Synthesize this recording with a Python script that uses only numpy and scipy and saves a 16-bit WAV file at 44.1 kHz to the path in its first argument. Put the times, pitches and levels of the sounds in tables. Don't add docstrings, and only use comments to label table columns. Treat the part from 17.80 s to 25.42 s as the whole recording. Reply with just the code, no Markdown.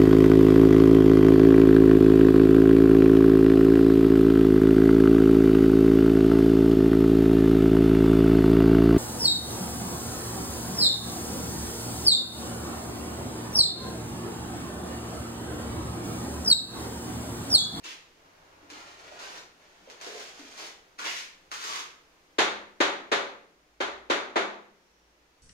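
import sys
import numpy as np
from scipy import signal
from scipy.fft import rfft, irfft, next_fast_len
from scipy.io import wavfile
from scipy.ndimage import map_coordinates

SR = 44100
rng = np.random.default_rng(int(sys.argv[2]) if len(sys.argv) > 2 else 0)


def master_out(mix):
    frames = np.transpose(np.atleast_2d(mix))
    ceiling = np.clip(frames, -1, 1)
    pcm = np.round(ceiling * 32767).astype(np.int16)
    wavfile.write(sys.argv[1], SR, pcm)


N = 336042

# (frequency [Hz], t60 [s])
ROOM_T60 = [(100, 0.92), (260, 0.67), (700, .54), (1840, 0.52), (4850, 0.44), (12800, 0.37)]
# (delay [s], level [dB])
WALL_ECHOES = [(.0035, -16), (.007, -16.5), (.0095, -14.5), (.0135, -13.5), (0.021, -14.5), (0.036, -18.5)]
# (frequency [Hz], relative density [dB])
AIR_SPECTRUM = [(20, -9.5), (38, -17.5), (62, -9.5), (110, -24), (166, -10.5), (207, -19), (306, -10.5),
                (416, -12), (746, -14.5), (2330, -17.5), (3080, -21), (6600, -24.5), (7800, -32.5),
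                (15500, -38)]
# (time [s], level [dB])
AIR_LEVEL = [(0, -60), (4.3, -61.5), (5.8, -65)]
# (frequency [Hz], relative density [dB])
GRIT_SPECTRUM = [(71, -73), (120, -27), (294, -12.5), (383, -8.5), (423, -7.5), (704, -10), (1040, -1.5),
                 (1170, -3.5), (1460, -1.5), (2440, -2.5), (3300, -3.5), (6600, -6), (7920, -15.5),
                 (15500, -30.5)]
# (start [s], length [s], level [dB], swell [dB], resonance [Hz], treble [dB])
SHOVES = [(0.029, .12, -41, -5, 2940, 3.5), (3.18, 0.1, -36.5, -3, 1410, -4.5),
          (3.236, 0.064, -28.5, -4, 2775, -3.5), (3.274, .19, -40, -8, 2270, 8),
          (3.704, 0.19, -41.5, 2, 1400, 5), (3.815, 0.22, -36.5, -0.5, 1140, 3)]
# (time [s], level [dB])
TICKS = [(.044, -15.5), (.902, -15), (2.1, -17), (2.213, -13), (2.265, -15.5), (2.399, -15.5),
         (2.594, -18.5), (3.189, -13.5), (3.716, -8.5)]
# (time [s], level [dB], pitch [Hz])
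KNOCKS = [(.05, -27, 343), (.825, -27, 300), (.915, -21.5, 306), (1.315, -17.5, 656), (2.004, -26, 183),
          (2.074, -19.5, 466), (2.265, -11.5, 443), (2.346, -15.5, 446), (2.592, -19, 277),
          (2.82, -20.5, 438), (3.716, -11, 1270), (3.85, -26, 420)]
# (start [s], length [s], pitch [Hz], glide [Hz/s], level [dB])
DRONE_SWELLS = [(0.098, 1.7, 101.5, -11.5, -73), (3.498, .6, 57.2, -3, -76.5),
                (5.699, 0.82, 50.2, 16, -69.5), (6.999, .65, 53.8, 8, -74)]
# (start [s], length [s], level [dB], swell [dB], treble [dB])
RUBS = [(0.359, 0.57, -62.5, 9, -16), (.89, 0.33, -50, -11.5, -3.5), (1.17, 0.29, -51.5, 0, -5),
        (1.381, .24, -44, -3.5, -1), (1.761, 0.52, -59.5, 7, -4.5), (2.194, 0.33, -45.5, -3.5, 2.5),
        (2.5, 0.36, -50.5, 8.5, 3.5), (2.763, 0.15, -43.5, -7, 3)]
# (time [s], relative level [dB], treble [dB], relative thump [dB])
TAPS = [(4.5843, -1, 7, 2), (5.0033, -2, 3.5, 5.5), (5.3164, -4, 3, 4.5), (6.0033, -9, 0.5, 6.5),
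        (6.2993, -4.5, 2, 6), (6.5579, -5, -3, 6.5)]
# (frequency [Hz], relative density [dB])
CRACK_SPECTRUM = [(60, -40.5), (120, -38), (160, -26), (220, -20), (385, -4.5), (600, -6.5), (900, -4.5),
                  (1200, -4.5), (2100, -7.5), (2780, -13), (3760, -11.5), (5320, -23.5), (6710, -21.5),
                  (8000, -35), (9600, -36.5), (12000, -47.5), (15500, -57.5)]
# (frequency [Hz], relative level [dB], t60 [s])
TILE_MODES = [(255, -8, 0.047), (360.4, 2, 0.049), (472, 10.5, 0.019), (596, 4.5, 0.029),
              (953, -5.5, 0.078)]
# (frequency [Hz], relative level [dB], t60 [s])
FLOOR_MODES = [(45, -2, 0.21), (65.3, -0.5, 0.27), (85.3, -7, 1)]
# (frequency [Hz], relative level [dB], t60 [s])
ROOM_MODES = [(205, -14, 0.93), (271.5, -9, 0.28), (318.3, -6, 0.39), (391, 0.5, 0.56), (427, -5, 0.41),
              (457, -4.5, 0.41), (505, -8.5, 0.58), (563, 0.5, 0.58), (675, -2.5, 0.44), (730, -3, 0.43),
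              (854, 1.5, 0.45), (1080, -8.5, 0.26), (1187, -1.5, 0.28), (1410, -9.5, 0.61),
              (2085, -7, 0.48)]

MIC_DELAY_S = 0.00046
ATTACK_S, RELEASE_S = 0.029, 0.073


def amp(db):
    return 10 ** (np.asarray(db) / 20)


def unit(x):
    return x / np.sqrt(np.mean(x ** 2) + 1e-20)


def along(points, hz):
    point_hz, values = np.transpose(points)
    return np.interp(np.log(hz + 1), np.log(point_hz + 1), values)


def filtered(x, response):
    n = x.shape[-1]
    padded = next_fast_len(n + SR // 4)
    return irfft(rfft(x, padded) * response(np.fft.rfftfreq(padded, 1 / SR)), padded)[..., :n]


def add(out, s, x):
    start = max(round(s * SR), 0)
    out[..., start:start + x.shape[-1]] += x[..., :max(out.shape[-1] - start, 0)]


def shelf(hz, edge_hz, order):
    return 1 - 1 / (1 + (hz / edge_hz) ** order)


def resonance(hz, centre_hz, q):
    return 1 / np.sqrt(1 + (q * ((hz + 1) / centre_hz - centre_hz / (hz + 1))) ** 2)


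def diffuse(n, bass_coherence=0.92):
    def split(hz):
        coherence = np.sinc(2 * hz * MIC_DELAY_S) * bass_coherence
        return np.sqrt([(1 + coherence) / 2, (1 - coherence) / 2])
    mid, side = filtered(rng.standard_normal((2, n)), split)
    return np.array([mid + side, mid - side])


def room_air():
    level_db = np.interp(np.arange(N) / SR, *np.transpose(AIR_LEVEL))
    return amp(level_db) * unit(filtered(diffuse(N), lambda hz: amp(along(AIR_SPECTRUM, hz))))


def reverberation(build_s=0.00092):
    hz, t, spectra = signal.stft(diffuse(SR * 3 // 4), SR, nperseg=256)
    decay = amp(-60 * t / along(ROOM_T60, hz)[:, None])
    tail = signal.istft(spectra * decay, SR, nperseg=256)[1]
    tail *= 1 - np.exp(-np.arange(tail.shape[1]) / SR / build_s)
    return tail / np.sqrt(np.sum(tail ** 2) / 2)


def through_room(x, tail, direct_db):
    paths = np.zeros_like(tail)
    add(paths[0], 0, amp([direct_db]))
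    add(paths[1], MIC_DELAY_S, amp([direct_db]))
    for delay, db in WALL_ECHOES:
        lag = MIC_DELAY_S * rng.uniform(-1, 1) / 2
        add(paths[0], delay + lag, amp([db]))
        add(paths[1], delay - lag, amp([db]))
    return signal.fftconvolve(x[None], paths + tail, axes=1)


def grains(n, per_s, spread_db=4):
    slips = rng.random(n) < per_s / SR
    return slips * amp(spread_db * rng.normal(size=n)) * rng.choice([-1, 1], n)


def stroke(length, swell_db, treble_db, centre_hz, resonance_db, body_db, snap_db):
    def colour(hz):
        body = body_db * (1 - shelf(hz, 800, order=6))
        treble = treble_db * shelf(hz, 2400, order=3)
        peak = resonance_db * resonance(hz, centre_hz, q=4.5)
        return amp(along(GRIT_SPECTRUM, hz) + body + treble + peak)
    t = np.arange(0, length, 1 / SR)
    speed = np.clip(np.minimum(t / ATTACK_S, (length - t) / RELEASE_S), 0, 1)
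    envelope = np.sin(np.pi / 2 * speed) * amp(swell_db * (t / length - 0.5))
    catch_db = 2 * map_coordinates(rng.standard_normal(128), [t * 90], mode="mirror")
    crackle = unit(grains(len(t), per_s=900))
    hiss = 0.34 * rng.standard_normal(len(t))
    friction = unit(filtered(amp(catch_db) * (crackle + hiss), colour))
    tail = reverberation()
    slide = through_room(envelope * friction, tail, direct_db=-6)
    coarse = grains(len(t), per_s=60)
    snaps = unit(filtered(coarse, lambda hz: amp(along(GRIT_SPECTRUM, hz)) * shelf(hz, 7000, order=2)))
    return slide + amp(snap_db) * through_room(envelope * snaps, amp(-8) * tail, direct_db=-3)


def shoves():
    out = np.zeros((2, N))
    for s, length, db, swell_db, centre_hz, treble_db in SHOVES:
        shove = stroke(length, swell_db, treble_db, centre_hz, resonance_db=7, body_db=-1, snap_db=-16.5)
        add(out, s, amp(db) * shove)
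    return out


def click(colour_db, size=2048):
    cepstrum = irfft(np.log(amp(colour_db(np.fft.rfftfreq(size, 1 / SR)))))
    cepstrum[1:size // 2] *= 2
    cepstrum[size // 2 + 1:] = 0
    pulse = irfft(np.exp(rfft(cepstrum)))
    return pulse / np.linalg.norm(pulse)


def ticks():
    out = np.zeros((2, N))
    tick = click(lambda hz: along(GRIT_SPECTRUM, hz))
    for s, db in TICKS:
        add(out, s, amp(db) * through_room(tick, reverberation(), direct_db=-7.5))
    return out


def radiated(x, cut_hz, order):
    return signal.sosfilt(signal.butter(order, cut_hz, "highpass", fs=SR, output="sos"), x)


def knocks():
    out = np.zeros((2, N))
    for s, db, pitch_hz in KNOCKS:
        def hollow_db(hz):
            return 20 * np.log10(resonance(hz, pitch_hz, q=5.4) * resonance(hz, pitch_hz, q=0.67) + 1e-5)
        knock = radiated(click(hollow_db), cut_hz=250, order=3)
        add(out, s, amp(db) * through_room(knock, reverberation(), direct_db=-6.5))
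    return out


def tone(hz, waver):
    drift = unit(filtered(rng.standard_normal(len(hz)), lambda f: 1 - shelf(f, 29, order=4)))
    swell = np.sin(np.linspace(0, np.pi, len(hz)))
    phase = 2 * np.pi * np.cumsum(hz * (1 + waver * drift)) / SR
    return swell * np.sqrt(2) * np.sin(phase)


def drone():
    out = np.zeros((2, N))
    for s, length, hz, glide, db in DRONE_SWELLS:
        add(out, s, amp(db) * tone(hz + glide * np.arange(0, length, 1 / SR), waver=0.015))
    return out


def rubs():
    out = np.zeros((2, N))
    for s, length, db, swell_db, treble_db in RUBS:
        rub = stroke(length, swell_db, treble_db, centre_hz=675, resonance_db=9, body_db=3, snap_db=-24)
        add(out, s, amp(db) * rub)
    return out


def ring(modes, length_s, attack_s, scatter_db):
    t = np.arange(int(length_s * SR)) / SR
    x = np.zeros(len(t))
    for hz, db, t60 in modes:
        decay = amp(db + scatter_db * rng.normal() - 60 * t / t60)
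        x += decay * np.sin(2 * np.pi * (hz * t + rng.random()))
    x *= 1 - np.exp(-t / attack_s)
    return x / np.linalg.norm(x)


def taps():
    out = np.zeros((2, N))
    shared_tail = reverberation(build_s=0.0033)
    drift_rad = 0.63
    for s, db, treble_db, thump_db in TAPS:
        tail = np.cos(drift_rad) * shared_tail + np.sin(drift_rad) * reverberation(build_s=0.007)
        crack = click(lambda hz: along(CRACK_SPECTRUM, hz) + treble_db * shelf(hz, 1900, order=2))
        add(out, s, amp(db + 14) * through_room(crack, tail, direct_db=-21))
        bending = ring(TILE_MODES, length_s=0.13, attack_s=0.0035, scatter_db=1.5)
        thump = radiated(bending, cut_hz=200, order=5)
        add(out, s, amp(db + thump_db + 3) * through_room(thump, amp(-15) * tail, direct_db=-1))
        add(out, s, amp(db - 24) * ring(FLOOR_MODES, length_s=0.8, attack_s=0.003, scatter_db=3.5))
        mid, side = [ring(ROOM_MODES, length_s=0.88, attack_s=0.0063, scatter_db=2.5) for _ in range(2)]
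        add(out, s, amp(db + 4) * np.array([mid + 0.56 * side, mid - 0.54 * side]))
    return out * amp([[0.4], [-0.4]])


def whistle(start_s=6.87, length_s=0.56, top_hz=5700, sag_hz=400, db=-78):
    out = np.zeros((2, N))
    arch_hz = top_hz - sag_hz * np.linspace(-1, 1, int(length_s * SR)) ** 2
    add(out, start_s, amp(db) * np.array([tone(arch_hz, waver=0.006) for _ in range(2)]))
    return out


def scene():
    return room_air() + shoves() + ticks() + knocks() + drone() + rubs() + taps() + whistle()


def record(dry):
    return filtered(dry, lambda hz: 1 - shelf(hz, edge_hz=15750, order=200))


dry = scene()
out = record(dry)
master_out(out)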